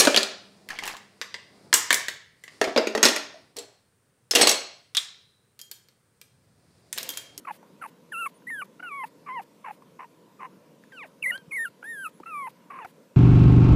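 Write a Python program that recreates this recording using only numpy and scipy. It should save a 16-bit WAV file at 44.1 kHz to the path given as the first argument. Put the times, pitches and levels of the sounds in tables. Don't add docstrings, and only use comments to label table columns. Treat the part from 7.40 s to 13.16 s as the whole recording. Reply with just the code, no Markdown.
import sys
import numpy as np
from scipy import signal
from scipy.fft import rfft, irfft, next_fast_len
from scipy.io import wavfile
from scipy.ndimage import uniform_filter1d

SR = 44100
rng = np.random.default_rng(int(sys.argv[2]) if len(sys.argv) > 2 else 0)


def to_wav(sig):
    pcm = np.clip(np.atleast_2d(sig), -1, 1) * 32767
    pcm = np.round(pcm).astype(np.int16)
    wavfile.write(sys.argv[1], SR, pcm.T)


def makeup_ratio(level_db):
    decades = np.asarray(level_db, float) / 20
    return 10 ** decades


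N = 254016


def evened(x):
    return x / np.sqrt(np.mean(x ** 2) + 1e-20)


def read(points, hz):
    f, value = np.transpose(points)
    return np.interp(np.log(hz + 1), np.log(f + 1), value)


def add(mix, start_s, sound):
    part = mix[round(start_s * SR):][:len(sound)]
    part += sound[:len(part)]


def colour(x, points):
    size = next_fast_len(len(x) + 1024)
    gain = makeup_ratio(read(points, np.fft.rfftfreq(size, 1 / SR)))
    return irfft(rfft(x, size) * gain, size)[:len(x)]


def resonate(x, hz, width_hz):
    turn = np.exp(2j * np.pi * np.cumsum(hz) / SR)
    r = np.exp(-np.pi * width_hz / SR)
    return 2 * (turn * signal.lfilter([1 - r], [1, -r], x / turn)).real


# frequency in Hz, relative level in dB.
ROOM_COLOUR = [(24, -38), (40, -35), (91, -23.5), (170, 0.5), (325, -4.5), (359, -8.5), (496, -2.5),
               (817, -21), (948, -9.5), (1220, -21), (1310, -20), (1730, -23), (15500, -35.5)]


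def room(level_db=-56.5, patchy_db=1.8):
    frames, hz = N // 512 + 5, np.fft.rfftfreq(2048, 1 / SR)
    a, b, patches = rng.standard_normal((frames, 1025, 3)).T
    patches = uniform_filter1d(patches, size=20, axis=0)
    patches = evened(uniform_filter1d(patches, size=8, axis=1))
    z = (a + 1j * b) * makeup_ratio(read(ROOM_COLOUR, hz)[:, None] + patchy_db * patches)
    noise = signal.istft(z, nperseg=2048, noverlap=1536)[1][:N]
    return makeup_ratio(level_db) * evened(noise)


# frequency in Hz, gain in dB.
THROAT = [(700, -8), (1130, -17.5), (1970, -3.5), (2760, -5.5), (3050, -21.5), (3700, -35.5), (4200, -43),
          (6500, -47), (8000, -40)]
# frequency in Hz,
# relative gain in dB.
BRIGHT = [(4000, -59), (5800, -26), (7000, -11), (9100, -2.5), (10500, 8), (12100, -1.5), (13100, -11),
          (15500, -4)]
# frequency in Hz, relative gain in dB.
RASP_COLOUR = [(150, -54), (550, -16), (900, -2.5), (1400, -5), (2000, -6), (2600, -9), (2900, -14.5),
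               (3300, -38), (5700, -60)]
SLIP, SLIP_FROM_OCTAVES_PER_S, START_S, SETTLE_S = .02, 19, .012, .02
EARLY_CYCLES, UNEVEN, HALVES, SWAPS_PER_S = .09, .36, .8, 70
WAVER, RASP_WAVER, RASP_FLUTTER_DB = .053, .9, 2.5
OPEN_HZ, TOP_HZ = 3450, 15350
BREATH_DB, THROAT_RING_DB, TILT_DB_PER_OVERTONE = -8, -6, 3


def cry(rows, shrill_db, start_rasp=0, pattern=2, open_db=0, rise_s=.005, fall_s=.006, edge_db=-28):
    first, last = np.array(rows[0], float), np.array(rows[-1], float)
    rows = [first + (-rise_s, 0, edge_db, 0, 0), *rows, last + (fall_s, 0, edge_db, 0, 0)]
    s, *columns = np.transpose(rows)
    t = np.arange(s[0], s[-1], 1 / SR)
    hz, effort_db, pressed_db, rasp = (uniform_filter1d(np.interp(t, s, c), size=130) for c in columns)
    hz = uniform_filter1d(hz, size=220)
    chance = rng.standard_normal((4, len(t)))

    jump_octaves_per_s = uniform_filter1d(abs(np.gradient(np.log2(hz))) * SR, size=200)
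    jump_octaves_per_s = jump_octaves_per_s * (t > first[0] + SETTLE_S)
    slip = SLIP * np.maximum(jump_octaves_per_s - SLIP_FROM_OCTAVES_PER_S, 0)
    rough = np.clip(rasp + slip + start_rasp * np.exp(-abs(t - first[0]) / START_S), 0, .9)
    clean = np.sqrt(1 - rough)
    waver = (WAVER + RASP_WAVER * rasp) * uniform_filter1d(chance[0], size=200)
    turns = np.cumsum(hz * (1 + waver)) / SR

    order = np.arange(2, 20)[:, None]
    overtone_hz = order * hz
    waves = np.cos(2 * np.pi * order * turns + order ** 2) * (overtone_hz < TOP_HZ)
    overtone_db = pressed_db - TILT_DB_PER_OVERTONE * (order - 2) + read(THROAT, overtone_hz)
    overtone_db = overtone_db + open_db * (overtone_hz > OPEN_HZ)
    low = np.cos(2 * np.pi * turns) + (clean * makeup_ratio(overtone_db) * waves).sum(0)
    high = evened((makeup_ratio(read(BRIGHT, overtone_hz)) * waves).sum(0))

    early = EARLY_CYCLES * evened(uniform_filter1d(chance[1], size=90))
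    beat = np.maximum.accumulate(np.floor(turns + early))
    swaps = np.cumsum(np.exp(-np.sum(chance[2:] ** 2, axis=0) / 2) < SWAPS_PER_S / SR)
    step = (beat + swaps) / pattern % 1
    strength = 1 + HALVES * evened(step.mean() - step) + UNEVEN * chance[3]
    pulses = np.diff(beat, prepend=beat[0]) * strength
    pulses -= uniform_filter1d(pulses, size=200)
    throat_ring = evened(resonate(resonate(pulses, hz, 510), hz, 900))
    raspy = evened(evened(colour(pulses, RASP_COLOUR)) + makeup_ratio(THROAT_RING_DB) * throat_ring)

    air = evened(colour(chance[2], BRIGHT))
    treble = clean * high + (np.sqrt(rough) + makeup_ratio(BREATH_DB)) * air
    voice = np.sqrt(2) * clean * low + np.sqrt(rough) * raspy + makeup_ratio(shrill_db) * treble
    flutter = evened(uniform_filter1d(uniform_filter1d(chance[3], size=150), size=150))
    return s[0], -makeup_ratio(effort_db + RASP_FLUTTER_DB * rasp * flutter) * voice


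# start in seconds, length in seconds, pitch in Hz, final effort in dB,
# treble against the effort in dB.
YIPS = [(0.051, 0.004, 1286, -39.5, -22), (1.397, 0.0077, 1388, -40, -50), (1.864, 0.019, 1143, -40, -55),
        (2.994, 0.01, 1197, -47.5, -45), (4.428, 0.0023, 1446, -39, -26), (4.834, 0.0023, 1200, -41.5, -35)]
YIP_LIFT_DB, YIP_RASP = -1, .55


def yip(s, length_s, hz, db, shrill_db):
    start = (s, hz, db - 7, YIP_LIFT_DB, YIP_RASP / 2)
    end = (s + length_s, hz, db, YIP_LIFT_DB, YIP_RASP)
    return cry([start, end], shrill_db)


def walls(x, level_db=-31, t60_s=0.12):
    taps = np.zeros(SR // 4)
    at = np.arange(100, len(taps) - 20, 20) + rng.integers(0, 20, (len(taps) - 101) // 20)
    taps[at] = rng.choice([-1., 1.], len(at)) * makeup_ratio(-60 * at / SR / t60_s)
    return makeup_ratio(level_db) * signal.fftconvolve(x, taps / np.linalg.norm(taps))[:N]


# start in seconds, length in seconds, start pitch in Hz, end pitch in Hz,
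# catch pitch in Hz, effort in dB, last catch against the effort in dB, throb depth in dB.
GRUNTS = [(0.072, 0.036, 1154, 986, 848, -42, 8, 3.5), (0.417, 0.042, 1480, 1091, 885, -37, 3, -4),
          (2.245, 0.063, 1098, 806, 833, -43.5, 5.5, 3), (2.592, .054, 1053, 992, 934, -52.5, -1.5, 9),
          (3.006, 0.061, 1073, 1045, 920, -43, -9, 0.5)]
GRUNT_PATTERN = [3, 2, 2, 2.5, 4.5]
SAG_BEND, THROB_HZ, GRUNT_RASP, GRUNT_CATCH_S = .8, 81.7, .73, .008
GRUNT_LIFT_DB, STALL_DB = -3, -6
TREBLE_AT_1_KHZ_DB, TREBLE_DB_PER_OCTAVE = -38, 32
BREAK_DULL_DB, CATCH_DULL_DB, CATCH_FADE_DB = -1, -9.5, -5


def grunt(s, length_s, start_hz, end_hz, catch_hz, db, catch_db, throb_db, pattern):
    end = s + length_s
    rows = [(s + (length_s - GRUNT_CATCH_S) * u, start_hz + (end_hz - start_hz) * u ** SAG_BEND,
             db, GRUNT_LIFT_DB, GRUNT_RASP * (u > 0))
            for u in np.linspace(0, 1, num=9)]
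    rows += [(end - GRUNT_CATCH_S / 2, end_hz, db + STALL_DB, GRUNT_LIFT_DB, GRUNT_RASP),
             (end + 0.0022, catch_hz, db + catch_db, GRUNT_LIFT_DB + BREAK_DULL_DB, YIP_RASP / 2),
             (end + GRUNT_CATCH_S, catch_hz, db + catch_db + CATCH_FADE_DB,
              GRUNT_LIFT_DB + CATCH_DULL_DB, 0)]
    shrill_db = TREBLE_AT_1_KHZ_DB + TREBLE_DB_PER_OCTAVE * np.log2(start_hz / 1000)
    fall_s = .018 if catch_db < 0 else .006
    start, voice = cry(rows, shrill_db, pattern=pattern, fall_s=fall_s)
    t = np.arange(len(voice)) / SR + start - s
    throb = 1.22 - np.sin(np.pi * THROB_HZ * (t + 0.002) + np.pi / 2) ** 4
    return start, voice * makeup_ratio(throb_db * throb)


# start in seconds, length in seconds, rms level before edge fades in dB.
GASPS = [(0.105, 0.078, -56.5), (0.467, 0.036, -58.5), (0.872, 0.036, -60), (1.238, 0.025, -60),
         (1.648, 0.042, -57), (2.011, 0.032, -58.5), (2.303, 0.061, -62.5), (3.654, 0.034, -64),
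         (4.266, 0.031, -61), (4.675, 0.03, -59.5), (5.087, 0.026, -57.5), (5.453, 0.071, -62)]
# frequency in Hz, relative gain in dB.
GASP_COLOUR = [(800, 9.5), (2000, 11.5), (4500, 6.5), (6000, -1), (10500, 6.5), (15000, 5.5)]


def gasp(length_s):
    count = round(length_s * SR)
    return evened(colour(rng.standard_normal(count), GASP_COLOUR)) * signal.windows.tukey(count, .6)


# start in seconds, ring level in dB, ring frequency in Hz.
TICKS = [(0.229, -42.5, 900), (1.022, -52.5, 1560), (2.017, -45, 1010), (2.422, -43.5, 1070),
         (3.438, -43.5, 1730), (3.978, -35.5, 4150), (4.801, -38.5, 896), (5.448, -32, 1350)]


def tick(hz, cycles=25, crack=0.75):
    t = np.arange(800) / SR
    ring = np.sin(2 * np.pi * hz * t) * makeup_ratio(-60 * t * hz / cycles)
    noise = uniform_filter1d(rng.standard_normal(len(t)), size=13)
    return ring + crack * noise * makeup_ratio(-60 * t / 0.043)


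# time in seconds, pitch in Hz, effort in dB.
WHINES = [
    [(0.722, 1795, -33.5), (0.729, 1530, -38), (.744, 1368, -37), (0.76, 1312, -36.5), (0.802, 1422, -34),
     (0.826, 1326, -32), (0.857, 1340, -36.5)],
    [(1.072, 1880, -35.5), (1.101, 2141, -36.5), (1.106, 1842, -33.5), (1.121, 1862, -34),
     (1.141, 1744, -33.5), (1.177, 1614, -39.5), (1.189, 1566, -34), (1.215, 1439, -38.5)],
    [(1.428, 1494, -40.5), (1.462, 1422, -40.5), (1.486, 1346, -40), (1.504, 1190, -49), (1.518, 1157, -38),
     (1.54, 1110, -38), (1.566, 1134, -39), (1.61, 1051, -36.5), (1.634, 1018, -37.5)],
    [(1.886, 1090, -37), (1.898, 1021, -38), (1.91, 999, -35.5), (1.944, 1083, -39.5), (1.974, 963, -32.5),
     (1.993, 900, -34.5)],
    [(3.52, 2000, -57), (3.526, 1587, -50.5), (3.561, 1520, -52), (3.595, 1271, -49.5),
     (3.621, 1090, -50.5), (3.633, 936, -48.5), (3.645, 760, -49)],
    [(3.824, 2720, -45), (3.828, 2780, -23), (3.833, 2404, -38.5), (3.842, 2250, -26), (3.856, 2113, -30),
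     (3.862, 1918, -23), (3.878, 2095, -27.5), (3.897, 2094, -28.5), (3.911, 1846, -22.5)],
    [(3.918, 1430, -40), (3.932, 1435, -41.5), (3.96, 1570, -36), (3.972, 1607, -49.5),
     (4.012, 1564, -63.5)],
    [(4.112, 2510, -43), (4.123, 2110, -34), (4.151, 2247, -32), (4.173, 2025, -29), (4.191, 1830, -30),
     (4.207, 1830, -28), (4.235, 1829, -30.5), (4.246, 1730, -34.5), (4.257, 1512, -27),
     (4.264, 1420, -39.5)],
    [(4.441, 1588, -41.5), (4.469, 1798, -42), (4.489, 1854, -37), (4.511, 1868, -35.5),
     (4.563, 1670, -40.5), (4.591, 1585, -37.5), (4.625, 1567, -38), (4.641, 1492, -36.5),
     (4.657, 1302, -35), (4.664, 1307, -30.5)],
    [(4.861, 1317, -42), (4.891, 1368, -43), (4.911, 1291, -41), (4.947, 1188, -34.5), (5.021, 1104, -35),
     (5.047, 1031, -37), (5.068, 1031, -36.5)],
    [(5.304, 1152, -44), (5.323, 1056, -46), (5.395, 1125, -44), (5.411, 957, -44)],
    [(5.42, 916, -45), (5.43, 888, -42.5), (5.443, 822, -52)],
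]
# overtone lift in dB, treble against the effort in dB, pitch drop at the break
# from 0 to 1, share of the drop won back, catch against the effort in dB.
WHINE_VOICES = [(2, -16, .19, 0.07, 7), (3.5, -21, 0.22, 0.2, 4.5), (0.5, -26.5, .19, 0.8, 5.5),
                (-5, -38, 0.2, 1, -2), (10.5, -33, 0.2, 0.2, 3), (2.5, -19, 0.01, 0, 0),
                (15.5, -18.5, 0.03, 0, 0), (-2, -18, 0.03, 0, 0), (-2, -16.5, 0.06, 0.83, -7.5),
                (-4.5, -25, .21, 0.9, 1), (-2, -32, 0.03, 0, 0), (2.5, -38, .15, 1.5, 13.5)]
WHINE_RASP = [(.03, 0, .1), (0, 0, .1), (.5, .004, .1), (.4, .002, .1), (.4, .01, .65), (0, .002, 0),
              (.3, .03, 0), (.05, .001, 0), (.1, 0, .05), (.25, .002, .1), (0, .7, 0), (.5, .15, .2)]
WHINE_OPEN = [-1, -4, 1, -3, 14, -3, 1, 3.5, 6.5, 2, 2, 8]
OVERTONE_HOLD, HOLD_LIMIT_DB = .5, 8
BREAK_S, CATCH_S, NO_BREAK_DROP = .008, .0099, .02


def whine(curve, rasp, open_db, lift_db, shrill_db, drop, regain, catch_db):
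    start_rasp, glide_rasp, break_rasp = rasp
    top_db = max(db for _, _, db in curve)
    rows = [(s, hz, db, lift_db + OVERTONE_HOLD * min(top_db - db, HOLD_LIMIT_DB), glide_rasp)
            for s, hz, db in curve]
    s, hz, db = curve[-1]
    if drop > NO_BREAK_DROP:
        break_end = s + BREAK_S
        rows += [(break_end, hz * (1 - drop), db + catch_db, lift_db + BREAK_DULL_DB, break_rasp),
                 (break_end + CATCH_S, hz * (1 - drop * (1 - regain)), db + catch_db + CATCH_FADE_DB,
                  lift_db + CATCH_DULL_DB, break_rasp / 2)]
    return cry(rows, shrill_db, start_rasp, open_db=open_db)


# start in seconds, length in seconds, start pitch in Hz, top pitch in Hz,
# end pitch in Hz, peak level in dB.
WHISTLES = [(0.937, 0.05, 9160, 9530, 9370, -64), (4.723, 0.077, 10700, 11100, 9640, -67)]


def whistle(length_s, *arch_hz):
    count = round(length_s * SR)
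    hz = np.interp(np.linspace(0, 2, count), np.arange(3), arch_hz)
    hz = uniform_filter1d(hz, size=400)
    return np.sin(2 * np.pi * np.cumsum(hz) / SR) * signal.windows.tukey(count, .5)


# time in seconds, pitch in Hz, rms level of its fundamental in dB.
UNDERTONE = [(3.865, 542, -50.5), (3.927, 615, -60.5), (3.972, 507, -49)]


def undertone():
    s, hz, db = np.transpose(UNDERTONE)
    t = np.arange(s[0], s[-1], 1 / SR)
    waver = 0.25 * uniform_filter1d(rng.standard_normal(len(t)), size=100)
    phase = 2 * np.pi * np.cumsum(np.interp(t, s, hz) * (1 + waver)) / SR
    voice = np.cos(phase) + 0.43 * np.cos(2 * phase) + 0.33 * np.cos(3 * phase)
    return s[0], np.sqrt(2) * makeup_ratio(np.interp(t, s, db)) * voice * signal.windows.tukey(len(t), .2)


# start in seconds, level before decay in dB, frequency in Hz.
BUMPS = [(4.078, -36, 155), (4.804, -29, 334)]


def bump(hz, cycles=5.8):
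    turns = np.arange(4000) / SR * hz
    return np.sin(2 * np.pi * turns) * makeup_ratio(-60 * turns / cycles) * np.minimum(2 * turns, 1)


def scene():
    puppy = np.zeros(N)
    for row in YIPS:
        add(puppy, *yip(*row))
    for row, pattern in zip(GRUNTS, GRUNT_PATTERN):
        add(puppy, *grunt(*row, pattern))
    for s, length_s, db in GASPS:
        add(puppy, s, makeup_ratio(db) * gasp(length_s))
    for s, db, hz in TICKS:
        add(puppy, s, makeup_ratio(db) * tick(hz))
    for curve, rasp, open_db, voice in zip(WHINES, WHINE_RASP, WHINE_OPEN, WHINE_VOICES):
        add(puppy, *whine(curve, rasp, open_db, *voice))
    for s, length_s, *arch_hz, db in WHISTLES:
        add(puppy, s, makeup_ratio(db) * whistle(length_s, *arch_hz))
    add(puppy, *undertone())
    for s, db, hz in BUMPS:
        add(puppy, s, makeup_ratio(db) * bump(hz))
    puppy = signal.sosfilt(signal.butter(3, 90, "high", fs=SR, output="sos"), puppy)
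    return (puppy + walls(puppy) + room())[None]


def top_cut(x):
    return signal.sosfilt(signal.butter(12, 15400, fs=SR, output="sos"), x)


def record(dry):
    low_pass = signal.firwin(numtaps=511, cutoff=15400, window=("kaiser", 9), fs=SR)
    mix = signal.oaconvolve(dry, low_pass[None], "same")
    return top_cut(mix)


dry = scene()
out = record(dry)
to_wav(out)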